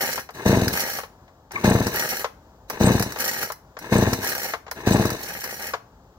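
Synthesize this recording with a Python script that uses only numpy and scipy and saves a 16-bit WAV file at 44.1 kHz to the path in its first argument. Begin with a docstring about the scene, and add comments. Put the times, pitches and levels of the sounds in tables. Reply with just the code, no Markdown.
"""The piston of a small two-stroke chainsaw chuffs through five pulls of the starter cord and never fires.
Pressure pulses excite the air cavities and draw turbulent flow; the rope rasps and shakes the housing.
Between pulls a spring winds the cord back with a metallic rattle, as irregular contacts on resonant parts.
Pawls snap, the handle knocks on the plastic and the rope squeaks: short forces, ringing modes and sine bursts.
The yard scatters back a thin tail, over a faint outdoor hum."""
import sys
import numpy as np
from scipy import signal
from scipy.fft import rfft, irfft, next_fast_len
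from scipy.io import wavfile
from scipy.ndimage import uniform_filter1d

SR = 44100
rng = np.random.default_rng(int(sys.argv[2]) if len(sys.argv) > 2 else 0)


def dump(signal):
    """Clip the signal to [-1, 1] and save it as 16-bit WAV at the path in sys.argv[1]."""
    limited = np.clip(np.atleast_2d(signal).T, -1, 1)
    pcm = np.round(limited * 32767).astype(np.int16)
    wavfile.write(sys.argv[1], SR, pcm)


N = 272529
TIME = np.arange(N) / SR

# Spectrum of the outdoor hum. Each row: frequency in Hz, relative level in dB.
GARDEN_SPECTRUM = [(18, -60), (30, -34), (48, -4.5), (106, -7.5), (134, -10.5), (260, -14.5), (345, -17),
                   (550, -17), (866, -15.5), (1350, -24.5), (2410, -37.5), (7000, -38), (9500, -55),
                   (14500, -41)]
# Squeaks of the rope in its guide. Each row: centre in seconds, length in seconds, pitch in Hz, level in dB.
ROPE_SQUEAKS = [(1.574, 0.031, 1129, -30), (1.563, .012, 2210, -21), (1.701, 0.0037, 8100, -24),
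                (2.864, 0.03, 8120, -28.5), (3.984, 0.006, 7980, -27.5), (4.939, 0.011, 8000, -29)]
# Handle and cord knocking on the plastic housing. Each row: start in seconds, relative level in dB.
HANDLE_KNOCKS = [(.178, -20), (.29, -29), (.987, -21), (1.033, -25), (1.279, -44), (1.509, -31),
                 (2.244, -14), (2.701, -24), (3.16, -21), (3.501, -23), (3.768, -28), (4.536, -15),
                 (4.666, -33), (4.68, -33), (4.713, -25), (5.736, -14.5)]
# Modes of the plastic housing. Each row: frequency in Hz, level in dB, 60 dB decay time in seconds.
HOUSING_MODES = [(452, -8, .1), (640, -11, .06), (800, -8, .06), (890, -7, .06), (1030, -4, .06),
                 (1230, -7, .04), (1610, -8, .05), (2562, -17, .035), (3758, -19, .03)]
# Spectrum of a knock's crack. Each row: frequency in Hz, relative level in dB.
KNOCK_SPECTRUM = [(180, -24.5), (300, -24.5), (441, -1.5), (897, -0.5), (1050, 2), (1500, -4), (2050, -6),
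                  (2720, -14), (6970, -22), (9000, -47), (11700, -124), (19800, -120)]
# Pawls snapping as a pull starts, lets go or winds home. Each row: start in seconds, relative level in dB.
PAWL_SNAPS = [(.306, -35), (.6804, -10), (1.518, -25.5), (1.8683, -12.5), (1.9734, -28), (2.6994, -15),
              (2.9965, -13.5), (3.024, -10.5), (3.1218, -21), (3.4295, -14), (3.52, -19.5), (3.7893, -25.5),
              (4.132, -9.5), (4.7122, -17), (5.054, -16.5), (5.1033, -15.5), (5.44, -17)]
# Spectrum of a snap. Each row: frequency in Hz, relative level in dB.
SNAP_SPECTRUM = [(530, -12.5), (900, 2), (1990, 4), (3520, -16), (4950, 0.5), (8150, -9), (8760, -43),
                 (9540, -2), (11200, -11), (14100, -2), (16500, -13.5)]
# Steel modes of pawls and spring. Each row: frequency in Hz, level in dB, 60 dB decay time in seconds.
STEEL_MODES = [(1720, 1, .1), (1893, 0, .1), (2010, -1, .1), (2950, -6, .1), (4113, 3.5, .17),
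               (4791, 1, .13), (5270, -1, .1), (5739, 10, .14), (6944, -4, .1), (9711, 2, .17),
               (10304, 4, .1), (12180, 7.5, .18), (14295, 5, .1), (15622, 1, .14)]
# Rewinds of the cord. Each row: start in seconds, end in seconds, relative level in dB,
# sag in dB per second, pulley speed in turns per second.
REWINDS = [(-.1, 0.183, -21, 43.5, 48), (0.698, 0.987, -26, 26.5, 52), (1.916, 2.216, -26.5, 26, 48),
           (3.159, 3.456, -28.5, 13.5, 46), (4.196, 4.506, -26, 25.5, 46), (5.174, 5.599, -35, -1.5, 32),
           (5.597, 5.699, -35, 14, 42)]
# Spectrum of the pulley wobbling in the housing. Each row: frequency in Hz, relative level in dB.
RATTLE_SPECTRUM = [(41, -45), (70, -27), (135, -18.5), (231, -14.5), (326, -22), (499, -3.5), (569, -10.5),
                   (739, -10.5), (871, -11.5), (1130, -11), (1420, -10.5), (1680, -3.5), (2360, -12),
                   (2920, -16), (3500, -45), (4550, -73), (7700, -120)]
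# Spectrum of the skipping pawls. Each row: frequency in Hz, relative level in dB.
RATCHET_SPECTRUM = [(1290, -24.5), (2200, -8), (3000, -10.5), (3600, -17.5), (4250, -5.5), (5070, -7.5),
                    (5600, -3), (6420, -5), (7160, -5.5), (8050, -13.5), (8800, -19.5), (10350, -3),
                    (10900, -12), (14100, -6.5), (15700, -10.5), (16500, -45.5)]
# Pulls of the cord. Each row: first compression in seconds, length of a turn at full speed in seconds,
# turns driven at full speed, drag in seconds, number of chuffs, strength in dB.
PULLS = [(.4633, .0326, 1.6, .0074, 7, 0), (1.6467, .0326, 2.3, .0134, 7, -.3),
         (2.8113, .0314, 2.66, .0104, 7, -.3), (3.9245, .0325, 2.4, .0102, 7, -.6),
         (4.874, .0377, 2.06, .0114, 6, -.4)]
# Course of the housing rumble, one row: level on the slack, at the catch, at the stroke's end, at rest, in dB.
RUMBLE_COURSE = (-44.5, -23.5, -32, -76)
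# Course of the rope hiss, one row: level on the slack, at the catch, at the stroke's end, at rest, in dB.
HISS_COURSE = (-46, -29, -35, -60)
# Spectrum of the shaken housing. Each row: frequency in Hz, relative level in dB.
RUMBLE_SPECTRUM = [(240, -11.5), (400, -10.5), (471, -8.5), (565, -20.5), (635, -9.5), (735, -12.5),
                   (881, -9), (1220, -15), (1680, -17.5), (2160, -16), (3500, -30.5), (4550, -67),
                   (7700, -120)]
# Spectrum of the rope in its guide. Each row: frequency in Hz, relative level in dB.
ROPE_SPECTRUM = [(1760, -12), (3000, 1.5), (3300, -16.5), (3800, -2), (4400, -0.5), (6040, -2),
                 (8100, -4.5), (9060, -19), (11000, -7), (13600, -8), (15900, -9.5), (16500, -29.5)]
# Air resonances of crankcase and silencer. Each row: frequency in Hz, level in dB, 60 dB decay in seconds.
CAVITY_MODES = [(72, -42.5, 1), (102, -20, 0.207), (119, -5, 0.072), (192, -3, 0.066), (253.4, -18.5, 0.29),
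                (338.5, -13.5, 0.11), (450, -9, 0.1), (590, -18, 0.033)]
# Spectrum of the gulped air. Each row: frequency in Hz, relative level in dB.
GULP_SPECTRUM = [(38, -65), (65, -5), (113, -13), (157, -7.5), (195, -5), (296, -16.5), (455, -14),
                 (567, -18), (633, -8), (900, -18.5), (1170, -42.5), (1980, -120)]
# Level difference of the two microphone ports. Each row: frequency in Hz, left minus right in dB.
PORT_LEAN = [(60, .8), (200, 1.8), (400, 3.2), (700, 4.5), (1100, 7.5), (1800, 7), (2800, .5), (4200, -1.2),
             (9500, -.5), (11000, -6), (13000, -20), (16000, -14)]
# Time difference of the ports. Each row: frequency in Hz, delay of the left port in seconds.
PORT_DELAY = [(300, .00013), (1700, .0001), (2000, .00022), (4500, .00016), (5500, .00025), (15000, .00022)]
# Likeness of noise on the two sides. Each row: frequency in Hz, likeness from 0 to 1.
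SIDE_LIKENESS = [(100, 1), (500, 1), (1200, 0.99), (2500, 0.74), (5000, 0.15), (16000, 1)]

GARDEN_DB = -51
HOUSING_RING_DB, SPRING_RING_DB = -11, 0  # ringing excited by a knock, and by the skipping pawls
# The pulley spins up from SPIN_UP_DB below its level, and runs down when the cord is home.
SPIN_UP_S, SPIN_UP_DB, RUN_DOWN_DB_PER_S = 0.037, 22, 364
# The slack runs out, the pawls catch just before the first compression, the rope runs, then comes to rest.
SLACK_S, TAKE_UP_S, CATCH_S, GRIP_S, STROKE_S, REST_S = 0.11, 0.02, 0.0032, 0.017, 0.2, 0.4
COAST_POWER = 1.5  # a coasting turn falls behind by drag * (turns coasted) ** COAST_POWER
CHUFF_DB, CHUFF_LOSS_DB = -5.5, 7.5  # at the first compression, and the loss by STROKE_S
CUTOFF_HZ = 15950


def from_db(db):
    """Decibels are a logarithmic measure of amplitude: convert them to gain."""
    return 10 ** (np.asarray(db) / 20)


def rms_one(x):
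    """The root mean square measures level: scale it to 1."""
    return x / np.sqrt(np.mean(x ** 2) + 1e-20)


def at_hz(points, hz):
    """A spectrum is read by interpolation on a logarithmic frequency axis."""
    f, value = np.transpose(points)
    return np.interp(np.log(hz + 1), np.log(f), value)


def colour(x, db_at):
    """Causality: a folded cepstrum gives the minimum-phase filter with gain db_at(Hz)."""
    size = 2 * next_fast_len(N // 2 + 8192)
    hz = np.arange(size // 2 + 1) * SR / size
    cepstrum = irfft(np.log(from_db(db_at(hz)) + 1e-6))
    cepstrum[1:size // 2] *= 2
    cepstrum[size // 2 + 1:] = 0
    response = np.exp(rfft(cepstrum))
    return irfft(rfft(x, size) * response)[..., :N]


def radiate(force, spectrum):
    """Partial coherence: a rough force through a body sounds partly unlike on both sides, near its own level."""
    def shape(hz):
        level = at_hz(spectrum, hz)
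        return level - 10 * np.log10(np.mean(from_db(level) ** 2))

    def share(hz, sign):
        likeness = np.clip(at_hz(SIDE_LIKENESS, hz), 0, .995)
        return 10 * np.log10((1 + sign * likeness) / 2)

    mid = colour(force * rng.standard_normal(N), lambda hz: shape(hz) + share(hz, 0.77))
    side = colour(force * rng.standard_normal(N), lambda hz: shape(hz) + share(hz, -1))
    return np.array([mid + side, mid - side])


def drift(rate):
    """Random modulation: rate chance values per second, joined by lines, with rms 1."""
    knots = rng.standard_normal(16000)
    return rms_one(np.interp(TIME * rate, np.arange(len(knots)), knots))


def ring(force, hz, t60):
    """Damped resonance: a unit click sets a decaying sine of initial height 1 ringing."""
    radius = from_db(-60 / (t60 * SR))
    angle = 2 * np.pi * hz / SR
    poles = [1, -2 * radius * np.cos(angle), radius * radius]
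    return signal.lfilter([0, np.sin(angle)], poles, force + 1e-18)


def fade(clicks, t60):
    """Exponential decay: each click starts an envelope that loses 60 dB in t60 seconds."""
    return signal.lfilter([1], [1, -from_db(-60 / (t60 * SR))], clicks + 1e-18)


def strikes(rows, scatter_db=0):
    """Impulsive excitation: one click per row of seconds and dB."""
    s, db = np.transpose(rows)
    clicks = np.zeros(N)
    clicks[(s * SR).astype(int)] = from_db(db + scatter_db * rng.standard_normal(len(s)))
    return clicks


def delayed(x, seconds):
    """Time shift: the same signal later, or earlier if seconds is negative."""
    return np.interp(TIME - seconds, TIME, x, left=0, right=0)


def shell(x, share, t60):
    """High modal density: the casing's many close modes prolong contacts and colour them with fixed peaks."""
    t = TIME[:SR // 5]
    modes = rng.standard_normal(len(t)) * from_db(-60 * t / t60)
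    modes /= np.sqrt(np.sum(modes ** 2))
    prolonged = signal.fftconvolve(x, modes[None], axes=1)[:, :N]
    return np.sqrt(1 - share) * x + np.sqrt(share) * prolonged


def steel(force):
    """Modal synthesis: small steel parts ring under a rough force, differently towards each side."""
    hits = force * rng.standard_normal((2, N))
    return sum(from_db(db) * ring(hits, hz, t60) for hz, db, t60 in STEEL_MODES) / np.sqrt(SR)


def garden():
    """Broadband background: filtered noise with a slowly wavering level makes the outdoor hum."""
    return radiate(from_db(GARDEN_DB + 1.0 * drift(4.06)), GARDEN_SPECTRUM)


def yard(x, echo_db=-15, t60=0.3, first_s=0.0087):
    """Diffuse reflection: wall and fences scatter back a short, thin tail."""
    t = TIME[:SR // 2]
    tail = rng.standard_normal((2, len(t))) * from_db(-60 * t / t60) * (t > first_s)
    tail /= np.sqrt(np.sum(tail ** 2, axis=1, keepdims=True))
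    thin = signal.sosfilt(signal.butter(2, 350, "high", fs=SR, output="sos"), x)
    return x + from_db(echo_db) * signal.fftconvolve(thin, tail, axes=1)[:, :N]


def squeaks(waver=.06):
    """Stick-slip friction: the taut rope gives brief tones of unsteady pitch."""
    out = np.zeros(N)
    for s, length, hz, db in ROPE_SQUEAKS:
        phase = 2 * np.pi * np.cumsum(hz * (1 + waver * drift(hz / 4))) / SR
        swell = np.exp(-np.minimum((2 * (TIME - s) / length) ** 2, 50))
        out += from_db(db) * np.sqrt(2) * swell * np.sin(phase)
    return out


def handle(crack_db=-3):
    """Impact: a knock gives a short noisy crack and excites the hollow modes of the housing."""
    crack = radiate(fade(strikes(HANDLE_KNOCKS), t60=.075), KNOCK_SPECTRUM)
    body = 0
    for k, (hz, db, t60) in enumerate(HOUSING_MODES):
        sign = (-1) ** k  # neighbouring modes start in opposite phase
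        body = body + sign * from_db(db) * ring(strikes(HANDLE_KNOCKS, scatter_db=2.5), hz, t60)
    return from_db(crack_db) * crack + from_db(HOUSING_RING_DB) * body


def pawls(snap_db=-6, ring_db=-8):
    """Impact of steel on steel: a pawl snaps against the flywheel and rings."""
    force = fade(strikes(PAWL_SNAPS), t60=0.044)
    return from_db(snap_db) * radiate(force, SNAP_SPECTRUM) + from_db(ring_db) * steel(force)


def pulley():
    """Rotation under a spring: gain and turns per second as the pulley spins up, sags and runs down."""
    gain = 0
    for start, end, db, sag, _ in REWINDS:
        rise = SPIN_UP_DB * np.minimum((TIME - start) / SPIN_UP_S - 1, 0)
        fall = sag * np.clip(TIME - start, 0, end - start)
        fall = fall + RUN_DOWN_DB_PER_S * np.maximum(TIME - end, 0)
        gain = gain + from_db(db + rise - fall)
    table = np.array(REWINDS)
    turns_per_s = np.interp(TIME, table[:, :2].ravel(), np.repeat(table[:, -1], 2))
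    return gain, turns_per_s


def chatter(per_s, uneven, scatter_db, t60, rub):
    """Intermittent contact: uneven clicks over steady rubbing form a force of rms 1."""
    count = np.cumsum(per_s * np.exp(uneven * drift(np.mean(per_s)))) / SR
    strength = from_db(scatter_db * np.clip(rng.standard_normal(N), -2, 2))
    clicks = np.diff(np.floor(count), prepend=0) * strength
    return rms_one(rms_one(fade(clicks, t60)) + rub)


def rewind(rattle_db=2.0, ratchet_db=0.0, coupling=0.35, tick_share=.5, tick_db=14):
    """Coupled contacts: each wobble of the pulley presses the skipping pawls harder; some tick sharply."""
    gain, turns_per_s = pulley()
    wobble = chatter(per_s=1.8 * turns_per_s, uneven=.35, scatter_db=2.2, t60=.022, rub=.3)
    ratchet = chatter(per_s=3.6 * turns_per_s, uneven=.4, scatter_db=2.8, t60=.025, rub=.4)
    ticks = rng.random(N) < tick_share * turns_per_s / SR  # tick_share: mean ticks per turn
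    skips = gain * rms_one(wobble ** coupling * ratchet)
    skips = skips + gain * from_db(tick_db) * fade(ticks, t60=0.0047)
    contacts = from_db(rattle_db) * radiate(gain * wobble, RATTLE_SPECTRUM)
    contacts = contacts + from_db(ratchet_db) * radiate(skips, RATCHET_SPECTRUM)
    return shell(contacts, share=0.64, t60=0.044) + from_db(SPRING_RING_DB) * steel(skips)


def chuffs():
    """Drive and drag: one compression per turn, even while driven, then ever later; rows of seconds and dB."""
    rows = []
    for start, turn_s, driven, drag_s, count, db in PULLS:
        turn = np.arange(round(count))
        since = turn * turn_s + drag_s * np.maximum(turn - driven, 0) ** COAST_POWER
        level = CHUFF_DB + db - CHUFF_LOSS_DB * (since / STROKE_S) ** 3
        rows.append(np.c_[start + since, level])
    return np.vstack(rows)


def stroke_gain(levels_db):
    """Phases of a stroke: the slack is taken up quietly, a jump at the catch, a steady sag, then rest."""
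    slack, caught, spent, rest = levels_db
    course_s = [-SLACK_S - TAKE_UP_S, -SLACK_S, -CATCH_S - GRIP_S, -CATCH_S, STROKE_S, STROKE_S + REST_S]
    course_db = [rest, slack, slack, caught, spent, rest]
    gain = 0
    for start, *_, db in PULLS:
        level = np.interp(TIME - start, course_s, course_db, left=-np.inf, right=-np.inf)
        gain = gain + from_db(db + level)
    return gain


def pull(rumble_db=3.0, rope_db=1, judder_db=3, rasp_db=2.5, shake=0.49):
    """Friction and forced vibration: the rope rasps in its guide while every turn shakes the housing."""
    jolt = fade(strikes(chuffs()), t60=0.21)
    throb = (jolt + 0.14) / (uniform_filter1d(jolt, size=2000) + 0.025)  # jolt against its local mean
    throb = np.clip(throb, 1e-3, None) ** shake
    judder = rms_one(from_db(judder_db * drift(250)))
    rasp = rms_one(from_db(rasp_db * drift(300)))
    housing = radiate(stroke_gain(RUMBLE_COURSE) * throb * judder, RUMBLE_SPECTRUM)
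    rope = radiate(stroke_gain(HISS_COURSE) * rasp, ROPE_SPECTRUM)
    return from_db(rumble_db) * housing + from_db(rope_db) * rope


def piston(rise_s=0.0006, fall_s=0.00022, spike_db=2.5, ring_db=1, gulp_db=-16, gulp_t60=0.17,
           intake_lead_s=0.0089, intake_db=-14, return_db=-16):
    """Pulse excitation: the port opens with a pressure spike, cavities suck back and ring, turbulent air gulps."""
    t = np.arange(-200, 201) / SR
    puff = np.exp(-.5 * (t / np.where(t < 0, rise_s, fall_s)) ** 2)
    s, db = chuffs().T
    period = np.minimum(np.diff(s, append=np.inf), .06)
    # weaker puffs: the intake just before the spike, and the return stroke near half a turn later
    intake = np.c_[s - period * rng.normal(.15, .015, len(s)), db + intake_db]
    back = np.c_[s + period * rng.normal(.5, .08, len(s)), db + return_db]
    puffs = np.vstack([chuffs(), intake, back])
    spike = np.convolve(strikes(puffs), puff, "same")
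    rings = sum(from_db(level) * ring(strikes(puffs, scatter_db=0.5), hz, t60)
                for hz, level, t60 in CAVITY_MODES)
    rings = np.convolve(rings, puff / puff.sum(), "same")
    flow = delayed(fade(strikes(chuffs()), gulp_t60), -intake_lead_s)
    gulp = radiate(flow, GULP_SPECTRUM)
    return from_db(spike_db) * spike - from_db(ring_db) * rings + from_db(gulp_db) * gulp


def scene():
    """Superposition: the saw and its reflections in the yard add to the outdoor hum."""
    starter = shell(pull(), share=0.55, t60=0.014) + rewind() + pawls() + handle() + squeaks()
    return yard(piston() + starter) + garden()


def record(dry):
    """Interaural-like differences: the left port hears later, fuller in the middle, duller on top; peaks round."""
    size = next_fast_len(N + 4096)
    hz = np.arange(size // 2 + 1) * SR / size
    side = np.array([[.5], [-.5]])  # half of each difference to either port
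    lean = from_db(side * at_hz(PORT_LEAN, hz))
    lean = lean / np.sqrt(np.mean(lean ** 2, axis=0))
    lag = np.exp(-2j * np.pi * hz * side * at_hz(PORT_DELAY, hz))
    ports = irfft(rfft(dry, size) * lag * lean, size)[:, :N]
    ports = signal.sosfilt(signal.butter(2, 32, "high", fs=SR, output="sos"), ports)
    ports = 1.05 * np.tanh(ports / 1.05)
    return signal.sosfilt(signal.ellip(12, .1, 80, CUTOFF_HZ, fs=SR, output="sos"), ports)


dry = scene()
out = record(dry)
dump(out)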